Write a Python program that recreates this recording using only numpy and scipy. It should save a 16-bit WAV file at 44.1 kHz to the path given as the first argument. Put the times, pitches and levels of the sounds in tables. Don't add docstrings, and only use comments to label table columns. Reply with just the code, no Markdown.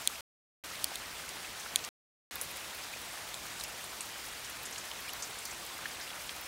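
import sys
import numpy as np
from scipy import signal
from scipy.fft import rfft, irfft
from scipy.io import wavfile
from scipy.ndimage import uniform_filter1d

SR = 44100
rng = np.random.default_rng(int(sys.argv[2]) if len(sys.argv) > 2 else 0)


def wrap_up_sound(samples):
    columns = np.atleast_2d(samples).T
    tamed = np.clip(columns, -1, 1)
    steps = np.round(tamed * 32767).astype(np.int16)
    wavfile.write(sys.argv[1], SR, steps)


def attenuation_scalar(level_db):
    decades = np.asarray(level_db, float) / 20
    return 10 ** decades


N = 285327

# (frequency [Hz], density [dB per Hz])
WASH_SPECTRUM = [(25, -11.5), (40, -7.5), (56, 1.5), (80, -4), (110, -4), (200, -5.5), (420, -4), (700, -1),
                 (2300, -1.5), (3400, -3), (5200, -5.5), (9000, -9), (12000, -12.5), (15600, -15)]
# (time [s], rain strength [dB])
RAIN_SWELL = [(0, -49), (.64, -47), (1.25, -47.5), (1.89, -47.5), (2.31, -47.5), (2.9, -47.5), (3.5, -47.5),
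              (4.0, -48), (4.6, -47.5), (5.15, -47), (5.4, -48), (6.0, -47), (6.47, -48.5)]
# (time [s], peak [dB], centre [Hz])
SPLASHES = [(0.0532, -32, 8540), (0.7142, -27.5, 5040), (1.291, -30.5, 4870), (1.596, -25.5, 6690),
            (1.8384, -23, 5300), (2.3549, -27.5, 4530), (2.4115, -19, 10600), (2.558, -28, 9220),
            (3.4577, -27.5, 7600), (3.4978, -29, 5070), (3.601, -24.5, 8720), (3.636, -23, 6130),
            (3.6784, -31, 8980), (3.8375, -26, 9000), (4.0061, -22, 8430), (4.2494, -28.5, 6000),
            (4.4447, -25.5, 6430), (4.6525, -22.5, 7220), (4.7226, -23.5, 6160), (4.78, -23.5, 7140),
            (4.8503, -28, 9220), (5.0773, -28.5, 4840), (5.0968, -26, 7360), (5.1316, -30.5, 5270),
            (5.2231, -18.5, 6240), (5.3844, -24.5, 8600), (5.4519, -22, 5600), (5.5079, -24.5, 6310),
            (5.9089, -29.5, 5160), (6.0102, -24, 5300)]
# (time [s], peak [dB], centre [Hz])
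FURTHER_SPRAYS = [(2.5092, -27, 11600), (2.7456, -27.5, 11510), (2.7694, -32, 13100), (3.0584, -32.5, 10800),
                  (3.1283, -31, 10000), (4.0517, -29, 8500), (4.056, -29, 14500), (4.027, -31, 8500),
                  (5.297, -28, 9000), (3.537, -29.5, 9800), (4.2398, -31.5, 13800), (4.2594, -28, 9860),
                  (4.4962, -25, 11100), (4.6294, -27, 13100), (4.7092, -27.5, 10200), (5.002, -28, 12800),
                  (5.0866, -24.5, 9930), (5.617, -30, 9050), (5.6494, -36.5, 11500), (5.7788, -36, 9510),
                  (6.4094, -24, 14300)]
# (time [s], peak [dB], pitch [Hz], slosh [dB])
BUBBLES = [(0.1528, -42, 2587, -7.5), (0.7527, -44.5, 3656, -2.5), (2.9596, -43.5, 703, -2),
           (0.915, -39.5, 761.3, -4), (1.2359, -42, 1500, -7.5), (1.4438, -39.5, 2520, -8.5),
           (2.7474, -44, 4175, -13), (1.6587, -47, 1453, 4), (1.7881, -44, 4180, -8.0),
           (1.8386, -41.5, 2680, -9.5), (2.356, -43, 3530, -11), (2.356, -44.5, 1374, -6.5),
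           (2.4152, -48, 690, 1.5), (2.5018, -45.5, 2390, -8.0), (2.9347, -38.5, 2370, -12),
           (5.077, -40, 2325, -5.5), (3.6072, -43.5, 3890, 3.5), (3.6343, -41, 4890, -8.5),
           (3.6443, -43.5, 2630, -4), (4.002, -44.5, 2574, -2.5), (5.8577, -45.5, 2893, -5.5),
           (4.757, -42.5, 2825, -1), (4.9124, -40, 3050, -6.5), (5.0905, -39.5, 2807, -3),
           (5.1297, -44.5, 4565, -3.5), (5.307, -44.5, 2928, -1.5), (5.854, -35.5, 1721, -5.5),
           (6.1014, -42.5, 2040, -7.5), (6.1014, -41.5, 3267, -11.5), (6.2901, -37, 3140, -8.5)]
# (time [s], peak [dB], brightness [dB])
CRACKS = [(0.0549, -29.5, -0.5), (1.292, -23, -0.5), (1.8417, -31, 6.5), (1.849, -21.5, -1.5),
          (2.3567, -20.5, 5.5), (2.414, -17, 1), (2.572, -24, 2.5), (3.0168, -28, 3), (3.5986, -28, -3.5),
          (3.601, -26, -3), (3.6384, -18.5, 3.5), (4.0084, -21.5, -1.5), (4.4474, -31, -1.5),
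          (4.6605, -26, -0.5), (4.7812, -25.0, -2), (4.784, -31, -1), (5.0085, -31, 4),
          (5.1324, -25.5, 2.5), (5.136, -19.5, 8.5), (5.2244, -22, -1.5), (4.915, -29, -7),
          (0.9579, -20.5, 4), (5.454, -21.5, 0.5), (5.4576, -22.5, 3), (5.652, -26, 2.5), (5.665, -26.5, 1),
          (5.7801, -29.5, 1.5), (6.2939, -24.5, -8), (4.3964, -29.5, 2), (6.3646, -29, 3)]
# (time [s], peak [dB], tilt above 6 kHz [dB per octave])
MIDDLE_HITS = [
    (.0742, -5.5, 1.5),
    (.9551, -27, -14),
    (.957, -21.5, -5.5),
    (1.7589, -5, 0),
    (3.3425, -22.5, -9.5),
]
# (time [s], peak [dB], tilt above 6 kHz [dB per octave])
EDGE_HITS = [
    (.8424, -9, 0.42),
]
# (frequency [Hz], level [dB], t60 [ms], lag [ms])
MIDDLE_RINGS = [(2530, -9.5, 5.3, 0.23), (3407, -3.5, 5.3, 0.22), (4017, -1, 3.4, 0.31),
                (6780, -2.5, 3.2, .25), (8416, -3.5, 3.6, 0.044), (9625, 4, 1.76, 0.121),
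                (12130, -5, 1, 0.027), (13800, -1, 1.1, 0.136)]
# (frequency [Hz], level [dB], t60 [ms], lag [ms])
EDGE_RINGS = [(3338, -3.5, 4.8, .05), (4517, .5, 4.1, .4), (5780, -10, 5.5, .6), (8025, -4, 3.5, .55),
              (9520, 3.5, 2.3, 0.8), (10570, 7, 1.3, 0.69), (14810, 6.5, 1.1, .75)]
# (start [s], end [s])
GAPS = [
    (.2081, .6382),
    (1.89, 2.3101),
]
# (time [s], low edge [Hz], high edge [Hz])
PUFFS = [(1.027, 11000, 12400), (1.097, 9600, 11000), (2.699, 11000, 12400), (2.699, 13100, 14500),
         (2.838, 4300, 5200), (2.838, 8300, 11700), (2.838, 13800, 15200), (3.906, 6300, 7600),
         (3.906, 8300, 10400), (4.115, 12400, 13800), (4.812, 4700, 5700), (5.206, 5700, 7600),
         (5.206, 9600, 11000), (5.415, 6900, 9000), (5.415, 14500, 15800), (6.437, 5200, 6300),
         (6.437, 14500, 15800)]


def evened(x):
    return x / np.sqrt(np.mean(x ** 2) + 1e-20)


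def add(mix, time_s, sound):
    part = mix[round(time_s * SR):][:len(sound)]
    part += sound[:len(part)]


def ring(t, hz, t60_s, rise=0.):
    phase = 2 * np.pi * hz * (t + rise * t ** 2 / (2 * t60_s))
    return attenuation_scalar(-60 * t / t60_s) * np.sin(phase)


def band(x, centre_hz, width_octaves):
    hz = np.fft.rfftfreq(len(x), 1 / SR) + 1
    bell = np.exp(-.5 * (np.log2(hz / centre_hz) / width_octaves) ** 2)
    return irfft(rfft(x) * bell, len(x))


def wash():
    patchy_db, flicker_db = 1.08, 0.93
    mean_db, bright_per_db = -47.5, -1.31
    hop, size = 128, 512
    frames, hz = N // hop + 5, np.fft.rfftfreq(size, 1 / SR)
    real, imag, patches = rng.standard_normal((frames, len(hz), 3)).T
    patches = uniform_filter1d(patches, size=10, axis=0)
    patches = evened(uniform_filter1d(patches, size=12, axis=1))
    flicker = evened(uniform_filter1d(rng.standard_normal(frames), size=5))

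    time_s, strength_db = np.transpose(RAIN_SWELL)
    bright_db = bright_per_db * (strength_db - mean_db)
    frame_s = np.arange(frames) * hop / SR
    treble_share = np.clip(hz / 9000, 0, 1.3)[:, None]
    treble_db = flicker_db * flicker + np.interp(frame_s, time_s, bright_db)
    field = (real + 1j * imag) * attenuation_scalar(patchy_db * patches + treble_share * treble_db)
    white = evened(signal.istft(field, nperseg=size, noverlap=size - hop)[1][:N])

    colour_hz, colour_db = np.transpose(WASH_SPECTRUM)
    log_hz = np.log(np.fft.rfftfreq(N, 1 / SR) + 1)
    colour = attenuation_scalar(np.interp(log_hz, np.log(colour_hz + 1), colour_db))
    swell = attenuation_scalar(np.interp(np.arange(N) / SR, time_s, strength_db) + 3.5)
    return evened(irfft(rfft(white) * colour, N)) * swell


def patter(per_s, low_hz, high_hz, cycles, rise, spread_db, level_db):
    pitches = 24
    sign = np.sign(rng.random(N) - .5)
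    size = attenuation_scalar(spread_db * np.minimum(rng.exponential(1, N), 4))
    drops = sign * size * (rng.random(N) < per_s / SR)
    kind = rng.integers(0, pitches, N)
    out, t = np.zeros(N), np.arange(1500) / SR
    for k, hz in enumerate(np.geomspace(low_hz, high_hz, pitches)):
        out += signal.oaconvolve(drops * (kind == k), ring(t, hz, cycles / hz, rise))[:N]
    return attenuation_scalar(level_db) * evened(out)


def crackle():
    drops = patter(per_s=260, low_hz=4000, high_hz=13000, cycles=4.5, rise=0., spread_db=2.3, level_db=-55.5)
    return band(drops, 9000, .9)


def plops():
    return patter(per_s=200, low_hz=1200, high_hz=5000, cycles=32., rise=.2, spread_db=4.2, level_db=-57.5)


def puffs(rain):
    length, level_db = 2048, -2.5
    out, hz = np.zeros(N), np.fft.rfftfreq(length, 1 / SR)
    for time_s, low_hz, high_hz in PUFFS:
        start = rng.integers(3 * SR, 6 * SR)
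        other = rfft(rain[start:][:length]) * (hz > low_hz) * (hz < high_hz)
        add(out, time_s - length / 2 / SR, attenuation_scalar(level_db) * irfft(other) * np.hanning(length))
    return out * np.array([[1], [-1]])


def bubbles():
    t60_s, rise = .025, .2
    out, t = np.zeros(N), np.arange(4096) / SR
    onset = 1 - np.exp(-t / 0.0006)
    for time_s, peak_db, hz, slosh_db in BUBBLES:
        water = evened(band(rng.standard_normal(len(t)), hz, 0.57))
        slosh = attenuation_scalar(slosh_db - 60 * t / t60_s) * water
        add(out, time_s + .002, attenuation_scalar(peak_db + 6.5) * (ring(t, hz, t60_s, rise) + slosh) * onset)
    return out


def spray(peak_db, centre_hz, t60_s, width_octaves):
    t = np.arange(4096) / SR
    lumps_db = 1.6 * evened(uniform_filter1d(rng.standard_normal(len(t)), size=30))
    droplets = rng.standard_normal(len(t)) * attenuation_scalar(lumps_db)
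    envelope = attenuation_scalar(-60 * t / t60_s) * (1 - np.exp(-t / 0.00047))
    return attenuation_scalar(peak_db - 16.0) * evened(band(droplets, centre_hz, width_octaves)) * envelope


def splashes():
    out, delay_s = np.zeros(N), .0012
    for time_s, peak_db, hz in SPLASHES:
        t60_s = .045 * attenuation_scalar(0.63 * (peak_db + 30.5))
        add(out, time_s + delay_s, spray(peak_db, hz, t60_s, width_octaves=0.33))
    for time_s, peak_db, hz in FURTHER_SPRAYS:
        add(out, time_s + delay_s, spray(peak_db, hz, t60_s=0.04, width_octaves=.3))
    return out


def cracks():
    out, t = np.zeros(N), np.arange(-128, 128) / SR
    for time_s, peak_db, bright_db in CRACKS:
        pulse = .4 * rng.standard_normal(len(t)) - 1. * (t == 0)
        click = band(pulse * attenuation_scalar(-60 * abs(t) / .001), 8000 * attenuation_scalar(bright_db), .5)
        add(out, time_s + t.min(), attenuation_scalar(peak_db - 0.5) * click / abs(click).max())
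    return out


def ticks():
    out, t = np.zeros(N), np.arange(500) / SR
    for hits, rings in ((MIDDLE_HITS, MIDDLE_RINGS), (EDGE_HITS, EDGE_RINGS)):
        hz, ring_db, t60_ms, lag_ms = np.transpose(rings)[..., None]
        since = np.maximum(t - lag_ms / 1000, 0)
        swell = (1 - np.exp(-since * hz / 1.3)) ** 2
        parts = ring(since, hz, t60_ms / 1000) * swell
        octaves = np.log2(np.maximum(hz / 6000, 1))
        for time_s, peak_db, tilt_db in hits:
            body = (attenuation_scalar(ring_db + tilt_db * octaves) * parts).sum(axis=0)
            add(out, time_s, attenuation_scalar(peak_db) * body / abs(body).max())
    return out


def ground_scatter(near):
    t = np.arange(1500) / SR
    echoes = rng.standard_normal(len(t)) * attenuation_scalar(-60 * t / 0.015) * (t > .001)
    return attenuation_scalar(-20) * signal.oaconvolve(near, echoes / np.linalg.norm(echoes))[:N]


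def scene():
    far = wash() + plops() + crackle()
    near = bubbles() + splashes() + cracks() + ticks()
    return np.tile(far + near + ground_scatter(near), (2, 1))


def low_pass(x):
    return signal.sosfilt(signal.butter(12, 17020, fs=SR, output="sos"), x)


def record(dry):
    hz, t = np.fft.rfftfreq(N, 1 / SR), np.arange(N) / SR
    response = attenuation_scalar(-52. * np.clip((hz - 15750) / 330, 0, 1)) * (hz > 20)
    live = np.prod([(t < start_s) | (t > end_s) for start_s, end_s in GAPS], axis=0)
    heard = irfft(rfft(dry) * response, N) * live
    mix = heard + puffs(heard[0])
    return low_pass(mix)


dry = scene()
out = record(dry)
wrap_up_sound(out)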